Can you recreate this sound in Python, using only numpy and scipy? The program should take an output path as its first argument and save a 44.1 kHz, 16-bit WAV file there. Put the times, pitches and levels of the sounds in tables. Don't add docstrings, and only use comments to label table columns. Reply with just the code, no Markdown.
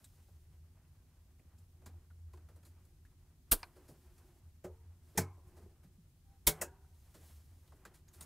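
import sys
import numpy as np
from scipy import signal
from scipy.fft import rfft, irfft, next_fast_len
from scipy.io import wavfile

SR = 44100
rng = np.random.default_rng(int(sys.argv[2]) if len(sys.argv) > 2 else 0)


def put_to_file(sound):
    columns = np.atleast_2d(sound).T
    safe = np.clip(columns, -1, 1)
    whole_steps = np.round(safe * 32767)
    wavfile.write(sys.argv[1], SR, whole_steps.astype(np.int16))


def makeup_ratio(level_db):
    decades = np.asarray(level_db, float) / 20
    return 10 ** decades


N = 363825

# [t/s, peak level/dB, build-up/ms, decay stretch, mode level/dB]
BLOWS = [
    (3.5198, -6, 8.5, 0.61, -30.5),
    (3.63, -36, 0.55, 0.31, -24),
    (4.644, -40.5, 7.2, 1, 1.5),
    (5.177, -21.5, 4.72, 0.89, -12),
    (6.471, -10, 5.1, 0.78, -18.5),
    (6.615, -26.5, 4.67, 0.83, -18),
]
# [f/Hz, level/dB per Hz]
BLOW_COLOURS = [
    [(240, -39.5), (400, -16.5), (504, -17), (752, -11.5), (1520, -9.5), (1620, -15), (4270, -12.5),
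     (7000, -16), (8600, -7), (12200, -1), (15800, -10)],
    [(290, -40), (500, -10), (829, 3.5), (2380, -4), (2960, -18), (4560, -19), (6180, -35), (8860, -21),
     (15800, -41)],
    [(350, -12), (600, -0.5), (845, -14), (1630, -17.5), (3970, -34.5), (7050, -25), (8770, -31),
     (13400, -29), (15800, -34)],
    [(350, -22), (600, -7.5), (688, -7), (833, -6), (1380, -26), (1700, -11), (3320, -25.5), (5430, -13.5),
     (7340, -13.5), (15800, -18)],
    [(290, -29), (500, -9), (1480, -12.5), (2450, -6.5), (2710, -24.5), (3730, -4), (4500, -11), (5580, -8),
     (10900, -1.5), (15800, -4.5)],
    [(180, -23), (300, -11), (582, 2.5), (825, 1.5), (1680, -4), (2630, -14), (3920, -18.5), (7010, 0.5),
     (15800, -8.5)],
]
# (t/s, level/dB, colour [f/Hz, level/dB per Hz],
# build-up/ms, decay stretch)
FIN_GRAZE = (5.168, -53, [(300, -3), (450, 3), (1000, -11), (1800, -5), (5000, -14), (15000, -22)],
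             22.0, 1.5)
# [f/Hz, level/dB, t60/s]
FIRST_SNIP_MODES = [
    [(128.8, 8, 0.079), (223, 14.5, 0.0667), (302, 14.5, 0.068), (325.2, 4.5, 0.12), (914, -2, .1),
     (1067, -22, 0.2146), (1530, -15, .2)],
    [(960, -7, 0.044), (1130, 7, 0.081), (2400, 8, 0.047), (1500, 12, 0.073), (4360, 6, 0.075)],
]
KNOCK_MODES = [
    [(93, 1, .2), (183, 3, 0.12), (274, -2, 0.078), (366, 6, 0.19), (417, -4, 0.17), (448, -18, 0.62),
     (516, -8, 0.22), (593, -3, 0.08), (675, -8, 0.11), (805, -27, 0.3), (913, -26.5, 0.69),
     (1300, -29, .4)],
    [(92.3, 5.5, 0.49), (139.4, 5.5, 0.23), (179.7, 14.5, 0.12), (250, 3, 0.17), (296, -7, 0.29),
     (370, 3, 0.21), (445.6, 3.5, 0.2), (570, -9, 0.097), (640, -10, 0.11), (807, -11, 0.36),
     (1035, -20, 0.8), (1270, -15, 0.31), (1570, -8.5, 0.2), (2220, -11, 0.26)],
]
SECOND_SNIP_MODES = [
    [(122, 4, 0.11), (158, -7, 0.37), (210, 3, 0.092), (325.5, 3.5, .09), (426.3, 1, 0.19), (590, -3, 0.16),
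     (990, 5, 0.062), (2200, 10, .04), (747, -16, .35), (1007, -21.5, 0.4), (1300, -18.5, 0.22),
     (1540, -17, 0.29), (2180, -9.5, 0.18)],
    [(190, 5, 0.11), (361, 5, 0.15), (558, 7, 0.13), (753, -20, 0.93), (945, -15.5, 0.79),
     (1464, -16, 0.37), (1510, -19, 0.64), (1670, 0.5, 0.18), (393, -12.5, 0.75), (2630, 0, 0.13),
     (1920, 15.5, 0.05)],
]
# [t/s, level/dB, first f/Hz, last f/Hz, t60/s]
WALL_PUSHES = [
    (3.5171, -23, 70.9, 25.51, 0.14),
    (6.47, -20, 67.5, 39.7, 0.075),
]
# [t/s, peak level/dB, dull thud level/dB and mid knock level/dB against the click]
TICKS = [(0.042, -47.5, -20, -4), (0.282, -55.5, 23, 17), (0.819, -67, 6, 1), (1.394, -56, 12, -8),
         (1.817, -53, 17, 11), (1.86, -39, 1, 8), (2.102, -57.5, 12, 23), (2.333, -46.5, 9.5, 9),
         (2.372, -49.5, 13, 13), (2.487, -49.5, 10, 7), (2.56, -53, 6, -1), (2.628, -54, 4, 3),
         (2.851, -56, -4, -6), (3.05, -58, -20, 14), (4.179, -53, -17.5, -1), (5.373, -52.5, 31, 11.5),
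         (7.676, -56.5, 4, 1), (7.72, -49, 17, 13), (7.851, -38.5, 2, 13), (8.08, -54, -23, 5),
         (8.209, -37, -13, -1.5), (8.222, -43, -17, -23)]
# [t/s, peak level/dB, thud level/dB, knock level/dB]
SCUFFS = [(1.583, -57.5, -7, -9), (2.654, -47.5, -5, -4), (3.763, -46.5, 13, 8), (3.886, -44, 4.5, -3),
          (5.474, -57, -2, -19.5), (5.57, -46.5, 10, 4), (5.619, -55, 10, 8), (5.7, -60, 10, 1),
          (5.835, -53.5, 3, 7), (7.146, -44, 3, 4.5), (7.755, -61, -15, -13), (7.945, -47.5, -21, 1.5),
          (8.138, -45, -11, -4)]
# [f/Hz, level/dB]
LINER = [(280, 0.5), (1600, -1), (3100, -5), (4500, 3), (5800, 0.5), (7500, 3), (9500, 3.5), (12000, 1.5),
         (15900, -3)]
# [t/s, peak level/dB, f/Hz, t60/s]
TINGS = [(0.0428, -41, 8000, 0.019), (1.5838, -61, 7350, 0.04), (1.8582, -45.5, 7100, 0.032),
         (3.8856, -62, 5580, 0.02), (7.8506, -47.5, 7300, 0.042), (8.085, -51, 6660, 0.038),
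         (8.2087, -36, 9090, 0.028), (8.2224, -44, 6750, 0.044), (0.0423, -51, 3900, 0.032),
         (2.6504, -61, 4120, 0.052), (3.6311, -52, 4500, 0.03), (7.6765, -53.5, 3520, 0.014),
         (7.9438, -66.5, 4140, 0.04), (8.2092, -50, 3680, 0.045), (1.3952, -63, 2500, 0.03),
         (3.058, -69, 2050, 0.08), (5.1844, -47, 1920, 0.045), (6.6154, -45, 2620, 0.068)]
# [t/s, peak level/dB, f/Hz, t60/s]
PINGS = [(0.813, -69, 875, 0.06), (0.851, -65, 2500, 0.032), (1.395, -68, 1820, 0.03),
         (1.858, -61, 807, 0.06), (1.899, -59, 829, 0.072), (1.941, -58.5, 895, 0.06),
         (2.103, -66, 1490, 0.051), (2.336, -59, 1040, 0.12), (2.489, -66, 696, 0.051),
         (3.05, -73, 1710, 0.06), (3.631, -40, 1700, 0.018), (3.6303, -51, 4850, .015),
         (7.721, -55, 1055, 0.046), (7.852, -51.5, 1610, 0.093)]
# [t/s, peak level/dB, f/Hz, t60/s]
SNAPS = [(0.0425, -47, 8540, 0.0065), (1.3945, -65, 2200, .012), (1.584, -65, 5200, .015),
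         (2.1025, -63, 1500, .02), (2.4875, -59, 1200, .012), (2.1025, -72, 850, .02),
         (2.109, -66, 1430, .04), (3.051, -59, 1700, .03), (3.634, -39, 2400, .02),
         (4.642, -52, 1700, .012), (8.083, -62, 4970, 0.0074), (3.6308, -38, 1210, 0.0075),
         (3.6308, -38, 4900, .01), (3.6338, -38, 1000, 0.0087), (3.6405, -42, 4200, .008),
         (4.646, -50.5, 643, 0.065), (5.1865, -36, 1770, 0.037), (5.194, -44, 1530, .035),
         (6.847, -69, 1820, .025), (6.847, -71, 1330, 0.026), (8.2085, -41, 7990, .006)]
# [t/s, peak level/dB, f/Hz, t60/s]
BUMPS = [(1.447, -69, 163, 0.075), (1.861, -59.5, 191, 0.063), (2.337, -72, 363, 0.54),
         (3.89, -60, 342, 0.038), (3.9, -60.5, 157.2, 0.19), (5.151, -56, 403, 0.056),
         (5.512, -64, 148, 0.11), (5.85, -64.5, 168, 0.12), (5.601, -67, 380, 0.084),
         (5.631, -67, 190, 0.08), (5.66, -68, 403, 0.11), (5.98, -65.5, 183, 0.14),
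         (7.153, -61, 151.6, 0.09), (7.853, -67, 170, 0.13), (8.21, -59.5, 157, 0.11)]
# [t/s, half length/s, cloth level/dB, handling level/dB, liner rub level/dB]
MOVES = [(0.018, 0.45, -76.5, -79.5, -99), (1.867, 0.12, -96, -77, -73.5), (2.497, 0.25, -100, -79.5, -95),
         (2.88, 0.21, -87, -99, -85.5), (3.768, 0.23, -85, -72, -73.5), (3.999, 0.3, -78, -77, -80.5),
         (4.277, 0.15, -79.5, -82.5, -72.5), (5.117, .1, -76.5, -78, -79.5),
         (5.563, 0.2, -82.5, -75.5, -71), (6.604, 0.12, -80.5, -65.5, -67.5), (7.047, 0.2, -77, -80, -100),
         (7.278, 0.13, -68, -72, -99), (7.547, 0.29, -78.5, -82, -88), (7.86, 0.14, -93, -74, -75),
         (8.24, 0.11, -71, -68.5, -71)]
# [f/Hz, level/dB per Hz]
CLOTH = [(1500, -9.5), (3000, -4.5), (6000, -3), (11000, -2.5), (15800, -6)]
# [f/Hz, level/dB per Hz]
HANDLING = [(125, 0), (200, 0), (360, -8.5), (800, -5.5), (1600, -10.5), (3500, -21.5)]
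# [f/Hz, t60/s]
CAVITY_T60 = [(100, 0.33), (260, 0.33), (700, 0.12), (1840, 0.11), (4850, 0.13), (12800, 0.11)]
# [f/Hz, level/dB per Hz]
ROOM_TAIL = [(300, -4), (900, -3), (1600, -10), (3000, -11.5), (8000, -11), (15800, -21)]
# [f/Hz, width/Hz]
HUM = [
    (83, 14),
    (360, 38),
    (795, 320),
]
# [t/s, level/dB]
RUMBLE = [(0.0, -73.5), (.25, -60), (1.1, -67.5), (1.9, -58.5), (2.55, -57), (3.2, -70), (3.7, -71),
          (4.05, -62), (4.3, -67), (4.75, -54), (5.15, -70), (5.75, -59.5), (6.1, -71), (6.85, -59.5),
          (7.12, -66), (7.33, -53.5), (7.8, -73.5), (8.25, -62)]
# [f/Hz, level/dB per Hz]
FLOOR = [(12, -48), (20, -14.5), (85, -1.5), (113, -22), (145, -9), (176, -34), (247, -17), (326, -36.5),
         (355, -33), (775, -42.5), (916, -45.5), (14500, -50), (15800, -51)]
# [f/Hz, level/dB per Hz]
PREAMP = [(15, -9), (28, 3.5), (45, -14.5), (80, -22), (120, -35), (170, -39.5), (250, -29), (600, -29),
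          (14000, -28), (15800, -33)]

BAND_EDGES = 20 * 2 ** np.arange(0, 9.9, 1 / 3)
BAND_HZ = np.sqrt(BAND_EDGES[1:] * BAND_EDGES[:-1])
STEP = 8
STEP_TIMES = np.arange(0, N, STEP) / SR
TING_DAMPING = 0.3


def rms_one(x):
    return x / np.sqrt(np.mean(x ** 2) + 1e-20)


def band_gains(points):
    hz, db = np.transpose(points)
    gain = makeup_ratio(np.interp(np.log(BAND_HZ), np.log(hz), db, left=-80, right=-80))
    return gain / np.sqrt(np.sum(gain ** 2 * np.diff(BAND_EDGES)) / (SR / 2))


def drift(rate):
    r = np.exp(-80 * np.pi * rate / SR)
    white = rng.standard_normal(N // 40 + 2002)
    slow = signal.lfilter([1], [1, -2 * r, r * r], white)[2000:]
    return np.interp(np.arange(N) / 40, np.arange(len(slow)), rms_one(slow))


def ring(force, hz, t60):
    r, w = makeup_ratio(-60 / (t60 * SR)), 2 * np.pi * hz / SR
    return signal.lfilter([0, np.sin(w)], [1, -2 * r * np.cos(w), r * r], force + 1e-18)


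def width_to_t60(width_hz):
    return np.log(1000) / np.pi / width_hz


def reflect(power, s, db, colour, rise_ms, stretch):
    room_db, room_t60_s = -39.5, 0.37
    start = round((s - rise_ms / 1000) * SR / STEP)
    t = np.arange(min(SR // 2 // STEP, power.shape[1] - start)) * STEP / SR
    hz, cavity_s = np.transpose(CAVITY_T60)
    t60 = stretch * np.interp(np.log(BAND_HZ), np.log(hz), cavity_s)
    build = (1 - np.exp(-(t * 1000 / rise_ms) ** 2)) ** 2
    gains = makeup_ratio(db) * band_gains(colour)
    room = gains * makeup_ratio(room_db) * band_gains(ROOM_TAIL)
    near = gains[:, None] ** 2 * np.exp(-2 * np.log(1000) * t / t60[:, None])
    far = room[:, None] ** 2 * makeup_ratio(-120 * t / room_t60_s)
    power[:, start:start + len(t)] += build * (near + far)


def snips_and_knocks(power):
    for (s, db, rise_ms, stretch, _), colour in zip(BLOWS, BLOW_COLOURS):
        reflect(power, s, db - 3.0, colour, max(rise_ms, 0.3), stretch)
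    reflect(power, *FIN_GRAZE)


def cavity_modes():
    first_fin_hz, fin_width = 700, 0.07
    tube_t60_s, tube_width = 0.25, 0.05
    lead, swell_share = 0.25, 0.97
    out = np.zeros(N)
    all_modes = FIRST_SNIP_MODES + KNOCK_MODES + SECOND_SNIP_MODES
    for (s, db, rise_ms, _, mode_db), modes in zip(BLOWS, all_modes):
        span = slice(round((s - lead * rise_ms / 1000) * SR), round((s + 0.8) * SR))
        t = np.arange(span.stop - span.start) / SR
        for hz, level_db, t60 in modes:
            if hz < first_fin_hz:
                sound = np.sin(2 * np.pi * hz * t)
            else:
                width = fin_width if t60 < tube_t60_s else tube_width
                white = rng.standard_normal(len(t))
                sound = rms_one(ring(white, hz, width_to_t60(hz * width)))
            swell = 1 - np.exp(-t * 1000 / (swell_share * rise_ms))
            out[span] += makeup_ratio(db + mode_db + level_db - 5 - 60 * t / t60) * swell * sound
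    return out


def wall():
    slacken_s, swell_s = 0.012, 0.0031
    out = np.zeros(N)
    for s, db, first_hz, last_hz, t60 in WALL_PUSHES:
        t = np.maximum(np.arange(N) / SR - s, 0)
        extra_turns = (first_hz - last_hz) * slacken_s * (1 - np.exp(-t / slacken_s))
        swing = np.sin(2 * np.pi * (last_hz * t + extra_turns))
        out += makeup_ratio(db - 60 * t / t60) * (1 - np.exp(-t / swell_s)) * swing
    return out


def small_contacts(power, rows, rise_ms, stretch, trim_db):
    centre_hz, width_hz = (550, 1700, 4600, 10500), (700, 2000, 4000, 8000)
    liner_hz, liner_db = np.transpose(LINER)
    shared = np.interp(np.log(BAND_HZ), np.log(liner_hz), liner_db, left=-40, right=-40)
    for s, db, thud_db, knock_db in rows:
        edge_db = -4.5 + 0.38 * knock_db
        per_hz = np.array([thud_db, knock_db, edge_db, 0]) - 10 * np.log10(width_hz)
        own = np.interp(np.log(BAND_HZ), np.log(centre_hz), per_hz)
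        reflect(power, s, db + trim_db, list(zip(BAND_HZ, own + shared)), rise_ms, stretch)


def shake(s, length_ms):
    start = round(s * SR)
    t_ms = np.arange(min(SR // 8, N - start)) / SR * 1000
    burst = rng.standard_normal(len(t_ms)) * np.exp(-t_ms / max(length_ms, 0.2))
    force = np.zeros(N)
    force[start:start + len(t_ms)] = rms_one(burst) / np.sqrt(len(t_ms))
    return force


def single_rings(rows, shake_ms, trim_db, damping=1):
    out = np.zeros(N)
    for s, db, hz, t60 in rows:
        span = slice(round(s * SR), round((s + 0.5) * SR))
        out[span] += makeup_ratio(db + trim_db) * ring(shake(s, shake_ms)[span], hz, t60 * damping)
    return out


def squeak():
    start, end, pitch_hz, level_db = 6.24, 6.4, 790, -76
    swell = np.sin(np.pi * np.clip((np.arange(N) / SR - start) / (end - start), 0, 1))
    turns = np.cumsum(pitch_hz * (1 + 0.0065 * drift(13))) / SR
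    return makeup_ratio(level_db + 3.2 * drift(24)) * swell * np.sin(2 * np.pi * turns)


def moving(still_db, move_db):
    s, half_s = np.transpose(MOVES)[:2, :, None]
    bells = np.exp(-2 * ((STEP_TIMES - s) / half_s) ** 2)
    return np.sqrt(makeup_ratio(still_db) ** 2 + makeup_ratio(move_db) ** 2 @ bells)


def hum():
    rub_db = np.transpose(MOVES)[-1]
    rumble = makeup_ratio(np.interp(STEP_TIMES, *np.transpose(RUMBLE)))
    gains = rumble, moving(-87.5, rub_db), moving(-100, rub_db - 10)
    out = np.zeros(N)
    for (hz, width_hz), gain in zip(HUM, gains):
        t60 = width_to_t60(width_hz)
        once = ring(rng.standard_normal(N), hz, t60)
        out += np.repeat(gain, STEP)[:N] * rms_one(ring(once, hz, t60))
    return out


def steady_air():
    cloth_db, hand_db = np.transpose(MOVES)[2:4]
    cloth = moving(-83, cloth_db) * makeup_ratio(0.8 * drift(22)[::STEP])
    hands = moving(-84, hand_db) * makeup_ratio(3.0 * drift(8.3)[::STEP])
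    floor = makeup_ratio(-64) * band_gains(FLOOR)[:, None]
    return floor ** 2 + np.outer(band_gains(CLOTH), cloth) ** 2 + np.outer(band_gains(HANDLING), hands) ** 2


def band_noise(power):
    white, out = rng.standard_normal((2, N)), np.zeros(N)
    for k, edges in enumerate(zip(BAND_EDGES, BAND_EDGES[1:])):
        sos = signal.butter(2, edges, "band", fs=SR, output="sos")
        envelope = np.repeat(np.sqrt(power[k]), STEP)[:N]
        out += signal.sosfilt(sos, white[k % 2] * envelope)
    return out


def scene():
    air = steady_air()
    power = np.zeros_like(air)
    snips_and_knocks(power)
    small_contacts(power, TICKS, rise_ms=0.93, stretch=0.95, trim_db=-14.0)
    small_contacts(power, SCUFFS, rise_ms=10.4, stretch=1.38, trim_db=-11.0)
    clumps = makeup_ratio(2 * 1.0 * drift(250)[::STEP])
    mono = band_noise(air + power * clumps / clumps.mean())
    mono += cavity_modes() + wall()
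    mono += single_rings(TINGS, shake_ms=8.4, trim_db=-2.5, damping=TING_DAMPING)
    mono += single_rings(PINGS, shake_ms=3.7, trim_db=-2.5, damping=TING_DAMPING)
    mono += single_rings(SNAPS, shake_ms=0.2, trim_db=-2.5)
    mono += single_rings(BUMPS, shake_ms=26.0, trim_db=13.5, damping=0.45)
    mono += squeak() + hum()
    return np.array([mono, mono])


def top_cut(x):
    return signal.sosfilt(signal.butter(12, 16000, fs=SR, output="sos"), x)


def record(dry):
    overload = 0.25
    size = next_fast_len(N)
    hz, db = np.transpose(PREAMP)
    noise_hz = np.arange(size // 2 + 1) * SR / size
    gain = makeup_ratio(np.interp(np.log(noise_hz + 1), np.log(hz), db))
    noise = irfft(rfft(rng.standard_normal(size)) * gain, size)[:N]
    side = makeup_ratio(-79) * rms_one(noise) * [[1], [-1]]
    rounded = overload * np.tanh(dry / overload)
    gentle_cut = signal.cheby2(16, 22, 15800, fs=SR, output="sos")
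    deep_cut = signal.cheby2(16, 50, 16750, fs=SR, output="sos")
    mix = signal.sosfilt(np.vstack([gentle_cut, deep_cut]), rounded + side)
    return top_cut(mix)


dry = scene()
out = record(dry)
put_to_file(out)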